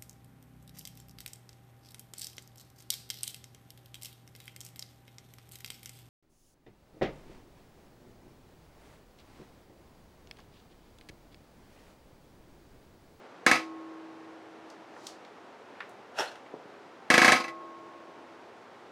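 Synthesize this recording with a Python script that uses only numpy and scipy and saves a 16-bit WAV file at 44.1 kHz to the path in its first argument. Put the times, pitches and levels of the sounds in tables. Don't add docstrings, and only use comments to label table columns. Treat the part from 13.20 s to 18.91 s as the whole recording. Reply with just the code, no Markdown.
import sys
import numpy as np
from scipy import signal
from scipy.fft import rfft, irfft, next_fast_len
from scipy.io import wavfile
from scipy.ndimage import uniform_filter1d, minimum_filter1d

SR = 44100
rng = np.random.default_rng(int(sys.argv[2]) if len(sys.argv) > 2 else 0)


def master(y):
    cut = np.clip(np.atleast_2d(y).T, -1, 1)
    pcm = np.round(cut * 32767)
    wavfile.write(sys.argv[1], SR, pcm.astype(np.int16))


N = 251925
T = np.arange(SR // 2) / SR

# (time [s], hardness [dB])
NEEDLE_POPS = [(0.2638, 1), (0.3132, 1.5), (3.9016, -0.5), (3.94, -3), (3.9784, 3.5), (4.0166, -2),
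               (4.0452, 0), (4.079, -2), (4.1198, 11)]
# (frequency [Hz], relative density [dB])
SNAP_SPECTRUM = [(60, -47), (250, -18.5), (600, 5.5), (1000, -33), (1350, -4), (1700, 4.5), (2200, -8.5),
                 (3000, -5), (5000, -12), (7000, -14), (9500, -16), (12000, -30), (16000, -37)]
# (frequency [Hz], relative density [dB])
SPRAY_SPECTRUM = [(60, -26), (130, -29), (230, -2.5), (420, -9.5), (750, -3), (950, -3.5), (1700, -2.5),
                  (2400, -1), (2900, -11), (5000, -12.5), (7000, -19.5), (10000, -25), (13000, -31),
                  (16000, -53)]
def injector(phases, alike=0.5, usual_gap_s=0.037):
    out = np.zeros(N)
    same_snap, same_spray = coloured(SNAP_SPECTRUM), coloured(SPRAY_SPECTRUM)
    kept, new = np.sqrt([alike, 1 - alike])
    kick = nozzle_kick()
    gaps = np.diff([s for s, _ in NEEDLE_POPS], prepend=0)
    flows_db = np.where(gaps < 2 * usual_gap_s, 0.9 * 20 * np.log10(usual_gap_s / gaps), 0)
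    for (s, hard_db), flow_db in zip(NEEDLE_POPS, flows_db):
        snap_noise = kept * same_snap + new * coloured(SNAP_SPECTRUM)
        snap = amp(-14 + hard_db) * crack(snap_noise, length_s=0.0044)
        jolt = amp(-9.5 + 0.25 * hard_db) * kick
        near_echoes = amp(-28 + hard_db) * coloured(SNAP_SPECTRUM) * fade(T, 0.06)
        spray = amp(-19 + flow_db) * reverberant(kept * same_spray + new * coloured(SPRAY_SPECTRUM))
        ring = amp(-21.5 + flow_db + 0.14 * hard_db) * body_ring(phases, scatter_db=1, detune=0.00223)
        add(out, s, snap + jolt + (near_echoes + spray + ring) * rise(T, 0.0038))
    return out


# (frequency [Hz], relative level [dB], decay time T60 [s])
NOZZLE_MODES = [(249, -4, 0.02), (576, -10.5, 0.028), (1669, -2, 0.025), (2215, -5.5, 0.076)]
def nozzle_kick():
    modes = sum(amp(db) * np.sin(2 * np.pi * hz * T) * fade(T, t60) for hz, db, t60 in NOZZLE_MODES)
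    return modes * rise(T, 0.00058) ** 2


# (frequency [Hz], relative level [dB], decay time T60 [s])
BODY_MODES = [(143, -20, 0.26), (211, -19.5, 0.12), (255.8, -10, 0.16), (279.7, -10, .2), (337, -8, 0.24),
              (501.5, -7, 0.22), (734, -6.5, .28), (792, -8, 0.19), (1059, -1, 0.13), (1108, -3.5, 0.13),
              (1225, 0, 0.062), (1276, -3, 0.25), (1620, -22, 0.15), (1700, -6, 0.094), (1701, -5.5, 0.2),
              (1982, -1.5, 0.23), (2050, -7, 0.25), (2228, -3, 0.18), (2280, -7, 0.19), (2670, -9, 0.16),
              (2610, -5, 0.2), (3070, -18, 0.31), (3400, -17, 0.22), (3944, -12, 0.17), (3986, -11, 0.14),
              (4310, -15, 0.22), (4896, -12.5, 0.23), (6070, -15, 0.19), (6430, -19, 0.22)]
def body_ring(phases, scatter_db, detune):
    hz, db, t60 = np.transpose(BODY_MODES)[:, :, None]
    strength, shift = rng.standard_normal((2, len(BODY_MODES), 1))
    envelopes = amp(db + scatter_db * strength) * fade(T, t60)
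    cycles = hz * (1 + detune * shift) * T + phases
    return np.sum(envelopes * np.sin(2 * np.pi * cycles), axis=0)


# (first pop [s], last pop [s], loss per bounce [dB],
# pipe frequency [Hz], pipe level [dB], spring gain [dB])
PUMP_STROKES = [(.2639, .3133, 14, 323, -40.5, -48), (3.9017, 4.1202, 3.5, 334.6, -47.5, -39.5)]
def needle_rebounds(phases, count=4, gap_s=0.0398):
    out = np.zeros(N)
    for _, last_s, loss_db, *_ in PUMP_STROKES:
        for k in range(count):
            hiss = amp(-21.5) * reverberant(coloured(SPRAY_SPECTRUM)) * fade(T, 0.23)
            ring = amp(-23.5) * body_ring(phases, scatter_db=3.5, detune=0.003) * fade(T, 0.4)
            bounce = amp(-8 - k * loss_db) * (hiss + ring) * rise(T, 0.00094)
            add(out, last_s + (k + 1) * gap_s, bounce)
    return out


# (frequency [Hz], relative level [dB], decay time T60 [s])
SPRING_MODES = [(633, -13.5, 4.6), (861, -20, 1.8), (1086, 1, 2.67), (1272, -1, 0.98), (1975, -4, .7)]
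def pipe_and_spring(pipe_t60=4.28):
    out, t = np.zeros(N), np.arange(N) / SR
    tone = lambda hz, t60: np.sqrt(2) * np.sin(2 * np.pi * hz * t) * fade(t, t60) * rise(t, 0.0095)
    spring = sum(amp(db) * tone(hz, t60) for hz, db, t60 in SPRING_MODES)
    for first_s, last_s, _, pipe_hz, pipe_db, spring_db in PUMP_STROKES:
        add(out, (first_s + last_s) / 2, amp(pipe_db) * tone(pipe_hz, pipe_t60) + amp(spring_db) * spring)
    return out


# (time [s], level [dB], centre frequency [Hz])
LINKAGE_KNOCKS = [(1.5, -52, 4400), (1.7638, -45, 1040), (1.8675, -37, 4700), (2.0484, -52, 2840),
                  (2.6043, -34, 1560), (2.692, -60.5, 7500), (3.262, -51.5, 1750), (3.3386, -34, 414),
                  (3.4532, -42.5, 400)]
def linkage_knocks():
    out = np.zeros(N)
    for s, db, centre_hz in LINKAGE_KNOCKS:
        colour = hump(centre_hz, octaves=0.69)
        echo = amp(-9) * reverberant(noise(colour)) * rise(T, 0.002)
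        rub = amp(db - 20.5) * noise(colour) * fade(T[::-1], 0.49)
        add(out, s - T[-1], rub)
        add(out, s, amp(db) * (crack(noise(colour), length_s=0.0052) + echo))
    return out


# (frequency [Hz], relative density [dB])
LEVER_SPECTRUM = [(59, -58), (100, -26), (322, -32), (398, -3), (662, -5.5), (854, -2.5), (1170, -14),
                  (1480, -2.5), (2370, -21), (2630, -9.5), (4870, -23.5), (5530, -19), (6020, -23),
                  (12100, -37), (16000, -52)]
def lever_clank(stop_s=2.9864, level_db=-25):
    out = np.zeros(N)
    scrape = amp(level_db - 9.5) * coloured(LEVER_SPECTRUM) * fade(T[::-1], 0.1)
    add(out, stop_s - T[-1], scrape)
    gaps_s = 0.0085 * 1.25 ** np.arange(8)
    for delay_s in np.append(0, np.cumsum(gaps_s)):
        drop_db = 0 if delay_s < 0.025 else 11 + 63 * delay_s
        contact = 0.8 * crack(coloured(LEVER_SPECTRUM), length_s=0.0055)
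        echo = 0.5 * reverberant(coloured(LEVER_SPECTRUM)) * rise(T, 0.0016)
        add(out, stop_s + delay_s, amp(level_db - drop_db) * (contact + echo))
    return out


# (time [s], frequency [Hz], peak level [dB], length [s])
PIVOT_SQUEAKS = [(2.988, 5480, -31.5, 0.022), (3.074, 4330, -44.5, 0.016)]
def pivot_squeaks():
    out = np.zeros(N)
    for s, hz, db, length_s in PIVOT_SQUEAKS:
        pitch = hz * (1 + 0.023 * noise(lambda f: -f / 30))
        age = 3 * T / length_s
        swell = age * np.exp(1 - age)
        add(out, s, amp(db) * swell * np.sin(2 * np.pi * np.cumsum(pitch) / SR))
    return out


# (frequency [Hz], decay time T60 [s])
ROOM_DECAY = [(100, 0.17), (400, 0.25), (1500, 0.25), (5000, .27), (12000, 0.22)]
def reverberant(x):
    hz, t, spectra = signal.stft(x, SR, nperseg=256)
    decay = fade(t, along(ROOM_DECAY, hz)[:, None])
    return signal.istft(spectra * decay, SR, nperseg=256)[1][:len(x)]


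# (frequency [Hz], relative density [dB])
HUSH_SPECTRUM = [(15, -36), (25, -32), (60, -33), (108, -13), (145, -15), (161, -12), (249, -6), (335, -4),
                 (363, -1.5), (641, -4.5), (695, -3.5), (1020, -6.5), (1100, -8.5), (1370, -10),
                 (5730, -30), (16000, -53)]
def room_hush():
    return amp(-51) * coloured(HUSH_SPECTRUM, size=N)


def crack(colour, length_s):
    window = rise(T, 0.0005) * np.exp(-(T / length_s) ** 4)
    burst = colour * window
    return burst * np.linalg.norm(window) / np.linalg.norm(burst)


def noise(shape_db, size=len(T)):
    white = rng.standard_normal(next_fast_len(size))
    padded = 2 * len(white)
    gain = amp(shape_db(np.fft.rfftfreq(padded, 1 / SR)))
    shaped = irfft(rfft(white, padded) * gain, padded)[:len(white)]
    return shaped[:size] * np.linalg.norm(white) / np.linalg.norm(shaped)


def coloured(points, size=len(T)):
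    return noise(lambda hz: along(points, hz), size)


def hump(centre_hz, octaves):
    return lambda hz: -20 * np.log2(1 + (np.log2((hz + 1) / centre_hz) / octaves) ** 2 / 4)


def along(points, hz):
    frequencies, values = np.transpose(points)
    return np.interp(np.log(hz + 1), np.log(frequencies), values)


def amp(db):
    return 10 ** (np.asarray(db) / 20)


def rise(t, tau):
    return 1 - np.exp(-t / tau)


def fade(t, t60):
    return np.exp(-np.log(1000) * t / t60)


def add(track, s, sound):
    part = track[round(s * SR):][:len(sound)]
    part += sound[:len(part)]


def scene():
    phases = rng.random((len(BODY_MODES), 1))
    tester = injector(phases) + needle_rebounds(phases) + pipe_and_spring()
    tester += linkage_knocks() + lever_clank() + pivot_squeaks()
    low_cut = signal.butter(3, 95, "high", fs=SR, output="sos")
    return (signal.sosfilt(low_cut, tester) + room_hush())[None]


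def record(dry, threshold_db=-6.3, bottom_hz=50, top_hz=15900):
    needed = np.minimum(1, amp(threshold_db) / (np.abs(dry) + 1e-9))
    gain = uniform_filter1d(minimum_filter1d(needed, size=61), size=45)
    bass_cut = signal.butter(2, bottom_hz, "high", fs=SR, output="sos")
    held = signal.sosfilt(bass_cut, dry * gain)
    return irfft(rfft(held) * (np.fft.rfftfreq(N, 1 / SR) < top_hz), N)


dry = scene()
out = record(dry)
master(out)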